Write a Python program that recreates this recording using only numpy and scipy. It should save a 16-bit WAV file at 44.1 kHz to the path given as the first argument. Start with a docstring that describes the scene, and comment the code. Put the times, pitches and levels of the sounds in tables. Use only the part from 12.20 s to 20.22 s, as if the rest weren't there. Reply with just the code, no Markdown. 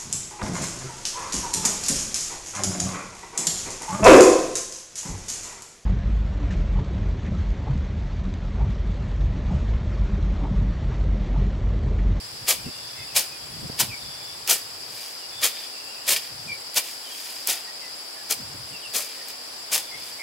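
"""A long knife slashes grass in a farmyard, eleven strokes, and a hand gathers the cuttings in between.
Each stroke is a dense burst of tiny clicks from tearing leaves and snapping stems, scattered back
by the ground and the hedges. Insects shrill all round (bands of noise and short trilling tones),
and small birds chirp far off (sliding tones). Light puffs of air bump the microphone with a low
rumble, over the steady hush of open country."""
import sys
import numpy as np
from scipy import signal
from scipy.fft import rfft, irfft, next_fast_len
from scipy.io import wavfile
from scipy.ndimage import map_coordinates

SR = 44100
rng = np.random.default_rng(int(sys.argv[2]) if len(sys.argv) > 2 else 0)


def log_audio(samples):
    """Write samples as a 16-bit WAV file to the path given in sys.argv[1]."""
    # one column per channel
    frames = np.atleast_2d(samples).T
    # limit to full scale, then quantise
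    limited = np.clip(frames, -1, 1)
    pcm = np.round(limited * 32767).astype(np.int16)
    wavfile.write(sys.argv[1], SR, pcm)


N = 353682  # about 8 seconds


# Bites of the knife. Each row: time of full bite in seconds, rise in seconds, seconds in the tuft,
# seconds to fade by 60 dB, level in dB, stems compared with leaves in dB.
STROKES = [(.288, 0.019, .023, .13, -18.5, -5), (.965, 0.015, .012, .18, -17.5, -5),
           (1.601, 0.016, .012, 0.11, -17, -5), (2.298, 0.023, .024, .17, -18, -6),
           (3.24, 0.023, .011, .15, -18, -3), (3.889, 0.022, 0.038, 0.18, -20, -4),
           (3.964, .0043, .0043, 0.056, -31.5, 5), (4.575, .021, 0.0076, 0.083, -17.5, -5.5),
           (5.289, 0.024, .019, .24, -24, -3.5), (6.11, 0.017, .016, 0.072, -21.5, -7.5),
           (6.751, 0.019, 0.018, .28, -23, -7), (7.527, 0.015, 0.028, 0.19, -22, -6.5)]
# The tone of tearing leaves, breaking stems and swept ground. 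Each row: frequency in Hz, level in dB.
LEAF_TONE = [(1500, -36), (3200, -11), (4200, -2.5), (5100, -0.5), (6200, 0.5), (7500, 0.5), (11000, 0),
             (13500, -3), (16000, -7)]
STEM_TONE = [(600, -41), (1550, -14), (1850, -2), (2080, -7), (2350, 1.5), (2650, -2.5), (3000, -1),
             (3350, -0.5), (3800, -3.5), (5000, -1.5), (9000, -40)]
GROUND_TONE = [(40, -38), (100, -20), (180, -6.5), (300, -3.5), (500, 4.5), (720, 5.5), (1100, 0.5),
               (1450, 2.5), (2500, -16), (6000, -44)]

def knife():
    """The blade enters a tuft, tears through it and leaves it shaking: leaf, stem and ground sounds."""
    ground_db = -14.5  # compared with the leaves
    force = np.zeros((3, N + SR))
    t = np.arange(-SR // 10, SR // 2) / SR  # zero is the moment of full bite
    for at, rise, hold, fade, db, stem_db in STROKES:
        entry_db = -19 * (np.maximum(-t, 0) / rise) ** 1.4
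        bite = amp(entry_db - 60 * np.maximum(t - hold, 0) / fade)
        # stems and ground rise and fade a little more gently than the leaves
        parts = amp(db) * np.array([bite, amp(stem_db) * bite ** 0.85, amp(ground_db) * bite ** 0.89])
        force[:, round((at + t[0]) * SR):][:, :len(t)] += parts
    leaves = fibres(LEAF_TONE, per_second=22000, spread_db=2.5, clump_db=1.96)
    stems = fibres(STEM_TONE, per_second=4500, spread_db=1.5, clump_db=-0.5)
    ground = fibres(GROUND_TONE, per_second=2500, spread_db=2.0, clump_db=-1.5)
    return force[:, :N] * [leaves, stems, ground]


def fibres(tone, per_second, spread_db, clump_db):
    """Plant fibres break in tiny clicks of uneven size, in clumps a few milliseconds long."""
    clicks = (rng.random(N) < per_second / SR) * rng.choice([-1, 1], N)
    sizes = amp(spread_db * rng.standard_normal(N))
    clumps = amp(clump_db * wobble(260))
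    return coloured(clicks * sizes * clumps, tone)


# Stalks that crack on their own; thin ones are all treble.
# Each row: start in seconds, peak level in dB, frequency in Hz below which the crack is weak.
STALK_SNAPS = [(2.276, -11, 2000), (3.2167, -17, 4000), (3.963, -18, 1500), (4.5441, -17, 4000),
               (5.273, -5.5, 9000), (7.0844, -21, 4000), (7.56, -4.5, 300), (7.579, -10, 600)]

def snaps():
    """A stiff stalk parts with a very short crack; every stroke also meets two on its way through."""
    out = np.zeros(N + SR)
    t = np.arange(SR // 50) / SR
    boost_db, stalk_low_hz = 8.5, 4000
    in_strokes = [(at + hold * share, db + boost_db, stalk_low_hz)
                  for at, _, hold, _, db, _ in STROKES for share in rng.random(size=2)]
    for start, db, low_hz in STALK_SNAPS + in_strokes:
        burst = rng.standard_normal(len(t)) * amp(-60 * t / 0.011)
        crack = signal.lfilter(*signal.butter(2, low_hz, "high", fs=SR), burst)
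        out[round(start * SR):][:len(t)] += amp(db) * crack / np.abs(crack).max()
    return out[:N]


# Handfuls of grass raked and dropped. Each row: middle in seconds, half length in seconds,
# relative level in dB, stems compared with leaves in dB.
HANDFULS = [(2.823, 0.089, -42, -1), (3.404, 0.058, -44, 3), (4.052, 0.032, -45, 2.5),
            (4.678, 0.046, -39.5, -1), (5.05, 0.15, -39.5, -3.5), (6.93, 0.076, -48, 4.5),
            (7.1, 0.02, -40, -4), (7.867, .07, -44, -2)]

def gathering():
    """The free hand rakes the cuttings: a thinner, softer crackle of leaves and stems."""
    force = sum(amp([[db], [db + stem_db]]) * swell(at, half) for at, half, db, stem_db in HANDFULS)
    leaves = fibres(LEAF_TONE, per_second=3100, spread_db=4.0, clump_db=-0.5)
    stems = fibres(STEM_TONE, per_second=800, spread_db=2.5, clump_db=2.2)
    return amp(-0.86) * force * [leaves, stems]


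# The leaves sound a little to the left. Each row: frequency in Hz, left over right in dB.
LEAF_PAN = [(4000, 3), (6000, 4.5), (9000, 2.5), (15000, 2)]
# Echoes off the nearby turf and the yard's hedges. Each row: frequency in Hz, seconds to fade by 60 dB.
TURF_ECHO = [(500, 0.0086), (12000, 0.018)]
YARD_ECHO = [(200, 0.16), (2500, 0.34), (6000, 0.35), (15000, 0.37)]

def grass_cutting():
    """All the work on the grass, a few metres off, with its echoes from the ground and the hedges."""
    leaves, stems, ground = knife()
    raked_leaves, raked_stems = gathering()
    leaves = leaves + raked_leaves + snaps()
    stems = stems + raked_stems
    sides = np.array([[1], [-1]])  # left, right
    # the low swish reaches the left ear first
    ground_pair = filtered(ground, lambda hz: np.exp(0.14j * sides * np.minimum(hz / 500, 1)))
    leaf_pair = filtered(leaves, lambda hz: amp(sides * along(LEAF_PAN, hz) / 2))
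    direct = leaf_pair + panned(stems, pan_db=-0.4) + ground_pair
    # two turf echoes trade places as the worker shifts about
    turn = 1.82 * clock()
    near = sum(share * echo(leaves + ground, TURF_ECHO, delay_s=0.001)
               for share in (np.cos(turn), np.sin(turn)))
    far = echo(leaves + stems + ground, YARD_ECHO, delay_s=0.02)
    return direct + amp(-7.5) * near + amp(-15) * far


# The insect chorus. Each row: pitch in Hz, rough width in Hz, relative level in dB, left over right in dB.
INSECT_BANDS = [(4740, 390, -44.5, 1.5), (5015, 360, -46.5, 2), (5180, 1030, -48, 3.5),
                (7550, 770, -51, 0.5), (9160, 1300, -56, 0), (10540, 730, -53.5, 0.5)]

def insect_chorus():
    """Many shrilling insects blur into a few ringing bands of noise that flutter slightly."""
    out = np.zeros((2, N))
    for centre, width, db, pan_db in INSECT_BANDS:
        noise = rng.standard_normal((2, N))
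        band = filtered(noise, lambda hz: 1 / (1 + ((hz - centre) / (0.84 * width)) ** 2) ** 1.38)
        flutter_db = 1.55 * wobble(90) + 0.35 * wobble(3.58)
        out += panned(unit(band), pan_db) * amp(db + flutter_db)
    return amp(2.0) * out


# Bouts of trilling. Each row: start in seconds, pitch in Hz, relative level in dB.
TRILL_BOUTS = [(.51, 3500, -49.5), (1.1, 3330, -53), (1.78, 3500, -47), (3.1, 3540, -45),
               (3.52, 2706, -49.5), (7.53, 3490, -50)]
# The trees' echo, for trills and birds. Each row: frequency in Hz, seconds to fade by 60 dB.
TREE_ECHO = [(2000, 0.18), (4000, 0.14)]

def insect_trills():
    """A lower insect, far off, repeats a tiny falling note in short bouts."""
    bout_s, edge_s, notes_per_s, fall_hz = 0.364, 0.023, 19, 330
    t, out = clock(), np.zeros(N)
    uneven_pace = 0.13 * wobble(9)
    drift_hz = 40 * wobble(25) + 60 * wobble(200)
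    for start, hz, db in TRILL_BOUTS:
        bout = (t > start) & (t < start + bout_s)
        age = t[bout] - start
        fade = np.clip(np.minimum(age, bout_s - age) / edge_s, 0, 1)
        progress = (notes_per_s * age + uneven_pace[bout]) % 1  # 0 to 1 through each note
        pitch = hz + fall_hz * (0.48 - progress) + drift_hz[bout]
        out[bout] += amp(db) * fade * np.sin(np.pi * progress) * sine(pitch)
    out *= amp(1.9 * wobble(27))
    return amp(-1) * out + amp(4.5) * echo(out, TREE_ECHO, delay_s=0.011)


# Falling whistles. Each row: start in seconds, middle pitch in Hz, rough fall in octaves,
# relative level in dB.
WHISTLES = [(.365, 2430, .06, -48), (.43, 2750, .25, -47.5), (.525, 2830, 0.14, -50),
            (.765, 2600, .13, -47), (.863, 2670, .26, -48), (1.095, 2520, .12, -47),
            (1.687, 2387, 0.38, -38.5), (2.99, 2900, 0.18, -48), (4.271, 2363, .2, -33),
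            (4.835, 3120, 0.18, -44), (4.895, 3240, .08, -42), (5.6, 2820, 0.525, -51),
            (5.606, 2050, .2, -46), (5.946, 1770, 0.35, -50), (6.513, 2780, .3, -42.5),
            (6.613, 2890, .42, -40)]
# Hoarse notes that dip and lift. Each row: start in seconds, middle pitch in Hz, relative level in dB.
CHURRS = [(.745, 2030, -44), (5.442, 1895, -47), (6.96, 1855, -51), (7.699, 2100, -42.5), (7.98, 2200, -36)]

def birds():
    """Falling whistles and hoarse churrs, smeared by the trees, over the twitter of birds further off."""
    near, far = np.zeros((2, N + SR))
    fall_shape, dip_shape = np.array([0.605, 0, -0.413]), np.array([1.04, 1, 1.04])
    calls = [(start, db, bird_note(hz * 2 ** (fall * fall_shape), seconds=0.068, rasp=0.058))
             for start, hz, fall, db in WHISTLES]
    calls += [(start, db, bird_note(hz * dip_shape, seconds=0.088, rasp=0.22)) for start, hz, db in CHURRS]
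    for start, db, note in calls:
        near[round(start * SR):][:len(note)] += amp(db) * note
    for when, high, loud in rng.random(size=(45, 3)):
        pitches = (2300 + 750 * high) * np.array([1.07, 1, 0.92])
        note = bird_note(pitches, seconds=0.0495, rasp=0.12)
        far[int(when * N):][:len(note)] += amp(-58.5 + 5.4 * loud) * note
    return amp(0.5) * near[:N] + amp(2.0) * echo((near + far)[:N], TREE_ECHO, delay_s=0.008)


def bird_note(pitches, seconds, rasp):
    """One note glides through its start, middle and end pitch; fast slides come out raspy."""
    progress = np.linspace(0, 1, int(seconds * SR))
    pitch = np.interp(progress, [0, 0.35, 1], pitches)
    slide = np.abs(np.gradient(pitch, progress)) + 150
    tremble = map_coordinates(rng.standard_normal(200), [progress * seconds * 500], mode="mirror")
    return np.sin(np.pi * progress) * sine(pitch + rasp * slide * tremble)


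# Gusts of the breeze. Each row: middle in seconds, half length in seconds, level in dB.
GUSTS = [(.25, 0.25, -51.5), (.82, .07, -55), (1.554, 0.26, -44.5), (2.453, 0.19, -61),
         (3.198, 0.083, -58.5), (4.218, 0.1, -52.5), (6.35, 0.12, -50.5), (7.823, 0.068, -57.5)]
# The tone of their rumble. Each row: frequency in Hz, level in dB.
RUMBLE_TONE = [(20, -36), (45, -8), (80, -3), (125, 3.5), (200, -8), (350, -12), (800, -51)]
# How alike the wind is on the left and right. Each row: frequency in Hz, likeness (1 means the same).
WIND_LIKENESS = [(60, 0.98), (120, .8), (220, 0.54), (400, .1)]

def breeze():
    """A light breeze buffets the microphone, rumbling unevenly with each gust."""
    calm_db = -70
    strength = amp(calm_db) + sum(amp(db) * swell(at, half) for at, half, db in GUSTS)
    return strength * amp(3.5 * wobble(18)) * stereo_noise(RUMBLE_TONE, WIND_LIKENESS)


# Puffs of air. 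Each row: middle in seconds, half length in seconds, relative level in dB.
PUFFS = [(0.135, .014, -43), (.475, .016, -29.5), (1.446, 0.014, -29), (1.5, .0027, -26.5),
         (1.628, 0.015, -34), (4.285, 0.027, -44), (6.208, 0.026, -43.5), (6.352, .009, -39),
         (6.53, .018, -46)]
# The tone of a dull puff. Each row: frequency in Hz, level in dB.
PUFF_TONE = [(20, -27), (60, -4.5), (130, 4), (230, 0.5), (380, -11.5), (600, -25), (1500, -53)]

def puffs():
    """Small puffs of air bump the microphone; the briefer the puff, the higher it sounds."""
    out = np.zeros((2, N))
    dull = stereo_noise(PUFF_TONE, WIND_LIKENESS)
    sharp = stereo_noise([(1.9 * hz, db) for hz, db in PUFF_TONE], WIND_LIKENESS)
    for at, half, db in PUFFS:
        sharpness = np.exp(-half / 0.012)
        out += amp(db) * swell(at, half) * ((1 - sharpness) * dull + sharpness * sharp)
    return out


# The tone of distant open country. 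Each row: frequency in Hz, level in dB.
HUSH_TONE = [(20, -32), (60, -37), (130, -14), (250, -3), (450, 2), (780, 3.5), (1400, -0.5), (2600, -0.5),
             (4000, -0.5), (6400, -11), (9500, -10), (12000, -10), (16000, -12)]
# How alike it is on the left and right. Each row: frequency in Hz, likeness (1 means the same).
HUSH_LIKENESS = [(100, 1), (300, 0.34), (700, 0), (6000, 0.069), (14000, 0.39)]

def hush():
    """The distant countryside blends into a soft, steady noise."""
    return amp(-42 + 0.06 * wobble(2.86)) * stereo_noise(HUSH_TONE, HUSH_LIKENESS)


def amp(db):
    """Turn decibels into a number to multiply by."""
    return 10 ** (np.asarray(db) / 20)


def unit(x):
    """Scale a sound to an average (rms) level of 1."""
    return x / np.sqrt(np.mean(x ** 2) + 1e-20)


def clock():
    """The time of every sample, in seconds."""
    return np.arange(N) / SR


def sine(pitch):
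    """A pure tone that follows a changing pitch in Hz."""
    return np.sin(2 * np.pi * np.cumsum(pitch) / SR)


def along(points, hz):
    """Read between the rows of a (Hz, value) table, on a log frequency scale."""
    freqs, values = np.transpose(points)
    return np.interp(np.log(hz + 1), np.log(freqs + 1), values)


def wobble(per_second):
    """A smooth curve through this many random values a second."""
    count = int(N * per_second / SR) + 4
    steps = np.linspace(0, count, count * 8)
    curve = map_coordinates(rng.standard_normal(count + 1), [steps])
    return np.interp(clock() * per_second, steps, curve)


def swell(middle, half):
    """A bell-shaped rise and fall."""
    return np.exp(-np.minimum(((clock() - middle) / half) ** 2, 50) / 2)


def filtered(x, response):
    """Multiply each frequency in a sound by response(hz)."""
    size = next_fast_len(N + 8192)
    return irfft(rfft(x, size) * response(np.fft.rfftfreq(size, 1 / SR)), size)[..., :N]


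def coloured(x, tone):
    """Shape a sound with a (Hz, dB) table, then scale it to level 1."""
    return unit(filtered(x, lambda hz: amp(along(tone, hz))))


def panned(x, pan_db):
    """Make the left side louder than the right by pan_db."""
    return x * amp([[pan_db / 2], [-pan_db / 2]])


def stereo_noise(tone, likeness):
    """Noise with a given tone, partly shared between left and right."""
    def shares(hz):
        angle = np.arccos(np.clip(along(likeness, hz), -1, 1)) / 2
        return np.array([np.cos(angle), np.sin(angle)])
    shared, opposite = filtered(rng.standard_normal((2, N)), shares)
    return coloured(np.array([shared + opposite, shared - opposite]), tone)


def echo(x, fade_times, delay_s):
    """Many small reflections blur into a fading tail, different at each ear."""
    hz, t, noise = signal.stft(rng.standard_normal((2, SR // 2)), SR, nperseg=256)
    fade = amp(-60 * t / along(fade_times, hz)[:, None])
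    tail = signal.istft(noise * fade, SR, nperseg=256)[1]
    tail = np.pad(tail / np.linalg.norm(tail[0]), ((0, 0), (int(delay_s * SR), 0)))
    return signal.fftconvolve(x[None], tail, axes=1)[:, :N]


def scene():
    """The worker cuts grass among insects, birds and moving air."""
    return grass_cutting() + insect_chorus() + insect_trills() + birds() + breeze() + puffs() + hush()


def record(dry):
    """Cut off the very highest treble."""
    return filtered(dry, lambda hz: hz < 15790)


dry = scene()
out = record(dry)
log_audio(out)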